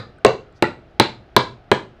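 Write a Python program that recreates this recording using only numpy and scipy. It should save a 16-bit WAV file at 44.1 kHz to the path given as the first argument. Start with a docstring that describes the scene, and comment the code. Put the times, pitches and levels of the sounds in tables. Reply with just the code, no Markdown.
"""Hand hammer beating a rubber boot sole on an iron stand in a small workshop, close to an overloading camera.
A low hum of workshop air, with a fan drone near 120 Hz, runs throughout: shaped noise.
A blow just before the start is still dying away; five more follow, about 0.37 s apart.
Each slaps (noisy pulse), thuds in the sole, booms in the hollow and rings the iron (dying sines); the room answers.
Some blows carry a bright snap or are followed by rattles; faint handling snaps and one noise scuff fall between."""
import sys
import numpy as np
from scipy import signal
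from scipy.io import wavfile
from scipy.ndimage import uniform_filter1d

SR = 44100
rng = np.random.default_rng(int(sys.argv[2]) if len(sys.argv) > 2 else 0)


def natural_amplitude(level_db):
    """Convert a level in decibels to a linear amplitude factor, elementwise."""
    exponent = np.asarray(level_db, float) / 20
    return 10 ** exponent


def generate_wav(sig):
    """Save sig (samples, or channels by samples) to the path in sys.argv[1] as 16-bit PCM at SR."""
    pcm = np.round(np.clip(np.atleast_2d(sig).T, -1, 1) * 32767).astype(np.int16)
    wavfile.write(sys.argv[1], SR, pcm)


N = 88200
LEAD = SR // 4  # samples kept ahead of time zero for the early blow


def read(points, hz):
    """Interpolates a table on a log-frequency axis."""
    f, value = np.transpose(points)
    return np.interp(np.log(hz + 1), np.log(f + 1), value)


def add(mix, start_s, sound):
    """Lays a sound into a mix that starts LEAD samples early."""
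    part = mix[LEAD + round(start_s * SR):][:len(sound)]
    part += sound[:len(part)]


def ring(modes, contact_s):
    """Exponentially dying sines, building up over about a cycle, struck by a half-sine push."""
    build_cycles = 1
    t = np.arange(SR // 4) / SR
    hz, db, t60_s = np.transpose(modes)[:, :, None]
    push = np.sin(np.pi * np.clip(t[:100] / contact_s, 0, 1))
    push[0] += 1e-3  # keeps the sum above zero
    build = 1 - np.exp(-t * hz / build_cycles)
    decay = natural_amplitude(db - 60 * t / t60_s)
    sines = build * decay * np.sin(2 * np.pi * hz * t)
    return np.convolve(sines.sum(0), push / push.sum())


def click(db, hz, t60_s):
    """One short ring whose contact time scales with its period."""
    contact_cycles = 0.53
    return ring([(hz, db, t60_s)], contact_cycles / hz)


# Workshop air with a fan drone near 120 Hz. Each row: frequency in Hz, relative density in dB per Hz.
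AIR_SPECTRUM = [(20, -33), (40, 0.5), (62, -3.5), (100, -5.5), (122, -1), (150, -11.5), (250, -10.5),
                (350, -9.5), (500, -14.5), (700, -9.5), (1000, -26.5), (1300, -17.5), (2000, -26),
                (3200, -31), (5000, -40), (8000, -56.5), (13000, -64)]
AIR_RMS_DB, AIR_PATCH_DB = -49, 1.2  # patch: standard deviation


def air():
    """Steady shaped noise whose spectrum drifts in faint patches."""
    frames, hz = N // 512 + 5, np.fft.rfftfreq(2048, 1 / SR)
    real, imag, patches = rng.standard_normal((frames, 1025, 3)).T
    patches = uniform_filter1d(patches, 8, 0)
    patches = uniform_filter1d(patches, 6, 1)
    gain_db = read(AIR_SPECTRUM, hz)[:, None] + AIR_PATCH_DB * patches / patches.std()
    x = signal.istft((real + 1j * imag) * natural_amplitude(gain_db), nperseg=2048, noverlap=1536)[1][:N]
    return natural_amplitude(AIR_RMS_DB) * x / x.std()


# Room decay. 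Each row: frequency in Hz, T60 in s.
ROOM_DECAY = [(100, .6), (250, 0.35), (600, 0.26), (1200, 0.26), (3500, 0.27), (7000, 0.28), (14000, 0.23)]
# Room tail spectrum. Each row: frequency in Hz, relative level in dB.
ROOM_SPECTRUM = [(100, -1), (250, -2.5), (700, 3), (1500, 4), (4000, 2.5), (7000, 3.5), (10000, -6),
                 (14000, -15.5)]
ROOM_DB, ROOM_RISE_S = -11.5, 0.007


def room(x):
    """Adds a diffuse noise tail that rises quickly and dies band by band."""
    hz, t, z = signal.stft(rng.standard_normal(SR), SR, nperseg=256)
    gain_db = read(ROOM_SPECTRUM, hz)[:, None] - 60 * t / read(ROOM_DECAY, hz)[:, None]
    tail = signal.istft(z * natural_amplitude(gain_db), SR, nperseg=256)[1]
    tail = tail * (1 - np.exp(-np.arange(len(tail)) / SR / ROOM_RISE_S))
    tail = natural_amplitude(ROOM_DB) * tail / np.linalg.norm(tail)
    return x + signal.fftconvolve(x, tail)[:len(x)]


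# Faint scuff. Each row: start in seconds, length in s, level in dB, centre in Hz, width in Hz.
SCUFF_EVENTS = [(0.537, 0.068, -69, 5030, 1990)]


def scuffs(mix):
    """Puffs of band noise under a raised-cosine envelope."""
    for start_s, length_s, db, hz, width_hz in SCUFF_EVENTS:
        n = round(length_s * SR)
        edges_hz = [hz - width_hz / 2, hz + width_hz / 2]
        band = signal.butter(2, edges_hz, "band", fs=SR, output="sos")
        noise = signal.sosfilt(band, rng.standard_normal(n)) * np.sqrt(SR / 2 / width_hz)
        add(mix, start_s, natural_amplitude(db) * np.hanning(n) * noise)


# Bright snaps at contact and from small handling. Each row: start in seconds, level in dB, pitch in Hz, T60 in s.
SNAP_EVENTS = [(.2484, -8, 8500, .003), (0.624, -12.5, 8000, 0.0014), (.6243, -35, 13000, 0.0068),
               (0.9992, -5, 9000, 0.0012), (1.3646, -2.5, 12000, 0.0022), (1.7151, -47, 12000, 0.0018),
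               (0.185, -57.5, 8500, 0.0068), (.1855, -43, 1500, 0.025), (0.526, -58, 7500, 0.0037),
               (0.912, -65, 7000, 0.0047)]


def snaps(mix):
    """Short rings aimed at the microphone, without room."""
    for start_s, *snap in SNAP_EVENTS:
        add(mix, start_s, click(*snap))


# Boot knocks and loose parts after a blow. Each row: start in seconds, level in dB, pitch in Hz, T60 in s.
RATTLE_EVENTS = [(-.09, -35, 4783, 0.29), (.2525, -11, 608, .08), (.2645, -17.5, 2727, 0.049),
                 (.2648, -22, 4620, .02), (.265, -10, 6250, .002), (.282, -10.5, 527, 0.077),
                 (0.64, -16, 1948, 0.045), (.641, -13, 1380, 0.029), (.64, -53, 7170, 0.1)]


def rattles(mix, from_s, to_s):
    """Short rings of the boot and loose parts between one blow and the next."""
    for start_s, *rattle in RATTLE_EVENTS:
        if from_s <= start_s < to_s:
            add(mix, start_s, click(*rattle))


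# Rubber slap spectrum. Each row: frequency in Hz, gain in dB.
SLAP_SPECTRUM = [(150, -15), (400, -3.5), (1000, 4), (2200, 10.5), (3000, 1), (4500, -27), (5700, -17.5),
                 (8000, -15), (11000, -23.5), (15000, -33.5)]
SLAP_DB, SLAP_DB_PER_IRON_DB = 11, 0.16  # slap level at iron 0 dB, and its slope
CRUNCH_DB, CRUNCH_T60_S = -23.5, 0.043  # tread noise, relative to the pulse


def slap(iron_db):
    """A sharp pulse trailed by dying tread noise, minimum-phase filtered; louder with the iron."""
    t = np.arange(4096) / SR
    crunch = rng.standard_normal(len(t)) * natural_amplitude(CRUNCH_DB - 60 * t / CRUNCH_T60_S)
    burst = natural_amplitude(SLAP_DB + SLAP_DB_PER_IRON_DB * iron_db) * ((t == 0) + crunch)
    log_gain = np.log(natural_amplitude(read(SLAP_SPECTRUM, abs(np.fft.fftfreq(len(t), 1 / SR)))))
    response = np.exp(np.conj(signal.hilbert(log_gain)))  # minimum phase
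    return np.fft.ifft(np.fft.fft(burst) * response).real


# Bench under the stand. Each row: pitch in Hz, level in dB, T60 in s.
BENCH_MODES = [(129.6, -14.5, 0.11), (170.4, -12, 0.052), (216.8, -6, 0.055), (283.1, -16, 0.072)]
# Iron stand. Each row: pitch in Hz, level in dB before the blow's iron level, T60 in s.
IRON_MODES = [(3582, -8, 0.0081), (3725, -17, 0.027), (3996, 1, 0.0086), (4036, -22, 0.022),
              (4237, -26, 0.012), (4442, -16, 0.026), (4887, -20, .03)]
# Air in the boot. Each row: multiple of the hollow pitch, level in dB before the blow's hollow level, T60 in s.
HOLLOW_MODES = [(1.001, 4, 0.026), (1.198, -8, 0.055), (1.382, -4.5, 0.039), (1.601, -8.5, .05)]
# Sole, stiffening with the hollow from spot to spot. Each row: multiple of the hollow pitch, level in dB, T60 in s.
SOLE_MODES = [(1.8, -8.5, 0.027), (2.43, 0.5, 0.028), (3.05, -10.5, 0.03), (3.6, -11, 0.028),
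              (4.1, -5.5, 0.018), (4.7, -10.5, 0.0092), (5.6, -8, 0.0059), (6.6, -28.5, 0.014),
              (7.8, -10.5, 0.036)]
SOLE_CONTACT_S, IRON_CONTACT_S = 0.00028, 0.0001
SPOT_DB = 2  # standard deviation of mode levels between landing spots


def blow(force_db, hollow_hz, hollow_db, iron_db):
    """Sole, boot hollow, bench and iron stand ring as struck modes together with the slap."""
    def spot(modes):
        spread_db = SPOT_DB * rng.standard_normal(len(modes))
        return np.c_[0 * spread_db, spread_db, 0 * spread_db]

    pitch = np.array([hollow_hz, 1, 1])
    sole = SOLE_MODES * pitch + spot(SOLE_MODES)
    hollow = HOLLOW_MODES * pitch + [0, hollow_db, 0]
    iron = IRON_MODES + spot(IRON_MODES)
    sound = ring(np.r_[sole, hollow, BENCH_MODES], SOLE_CONTACT_S)
    sound = sound + natural_amplitude(iron_db) * ring(iron, IRON_CONTACT_S)
    burst = slap(iron_db)
    sound[:len(burst)] += burst
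    return natural_amplitude(force_db) * sound


# Hammer blows. Each row: start in seconds, force in dB, hollow pitch in Hz, hollow level in dB, iron level in dB.
BLOW_EVENTS = [(-.115, 2, 514.4, 1.5, 1), (0.2485, -1.5, 442.8, 7.5, -7), (.6243, -4, 356.2, 3, -7),
               (0.9985, 1, 365, 0, 1), (1.3646, 0, 415.4, 0, 3), (1.7156, -1.5, 412.7, 1.5, -8)]


def blows(mix):
    """Each blow and the rattles after it meet their own draw of the room tail."""
    ends_s = [row[0] for row in BLOW_EVENTS[1:]] + [N / SR]
    for (start_s, *strike), end_s in zip(BLOW_EVENTS, ends_s):
        unechoed = np.zeros(N + LEAD)
        add(unechoed, start_s, blow(*strike))
        rattles(unechoed, start_s, end_s)
        mix += room(unechoed)


DRIVE_DB, BASS_CUT_HZ = 4.5, 82.5


def scene():
    """Blows, snaps and scuff, bass-cut and driven, over the air."""
    mix = np.zeros(N + LEAD)
    blows(mix)
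    snaps(mix)
    scuffs(mix)
    # the camera microphone cuts deep bass
    bass_cut = signal.butter(4, BASS_CUT_HZ, "high", fs=SR, output="sos")
    struck = natural_amplitude(DRIVE_DB) * signal.sosfilt(bass_cut, mix)[LEAD:]
    return (struck + air())[None]


def low_pass(x):
    """Removes everything above the highest recorded frequency."""
    return signal.sosfilt(signal.butter(12, 15000, fs=SR, output="sos"), x)


KNEE, EDGE_HZ = 9.0, 14500  # knee: exponent, higher = harder


def record(dry):
    """The camera input overloads with a hard knee, then is band-limited."""
    clipped = dry / (1 + abs(dry) ** KNEE) ** (1 / KNEE)
    lowpass = signal.firwin(255, EDGE_HZ, window=("kaiser", 9), fs=SR)
    limited = signal.oaconvolve(clipped, lowpass[None], "same")
    return low_pass(limited)


dry = scene()
out = record(dry)
generate_wav(out)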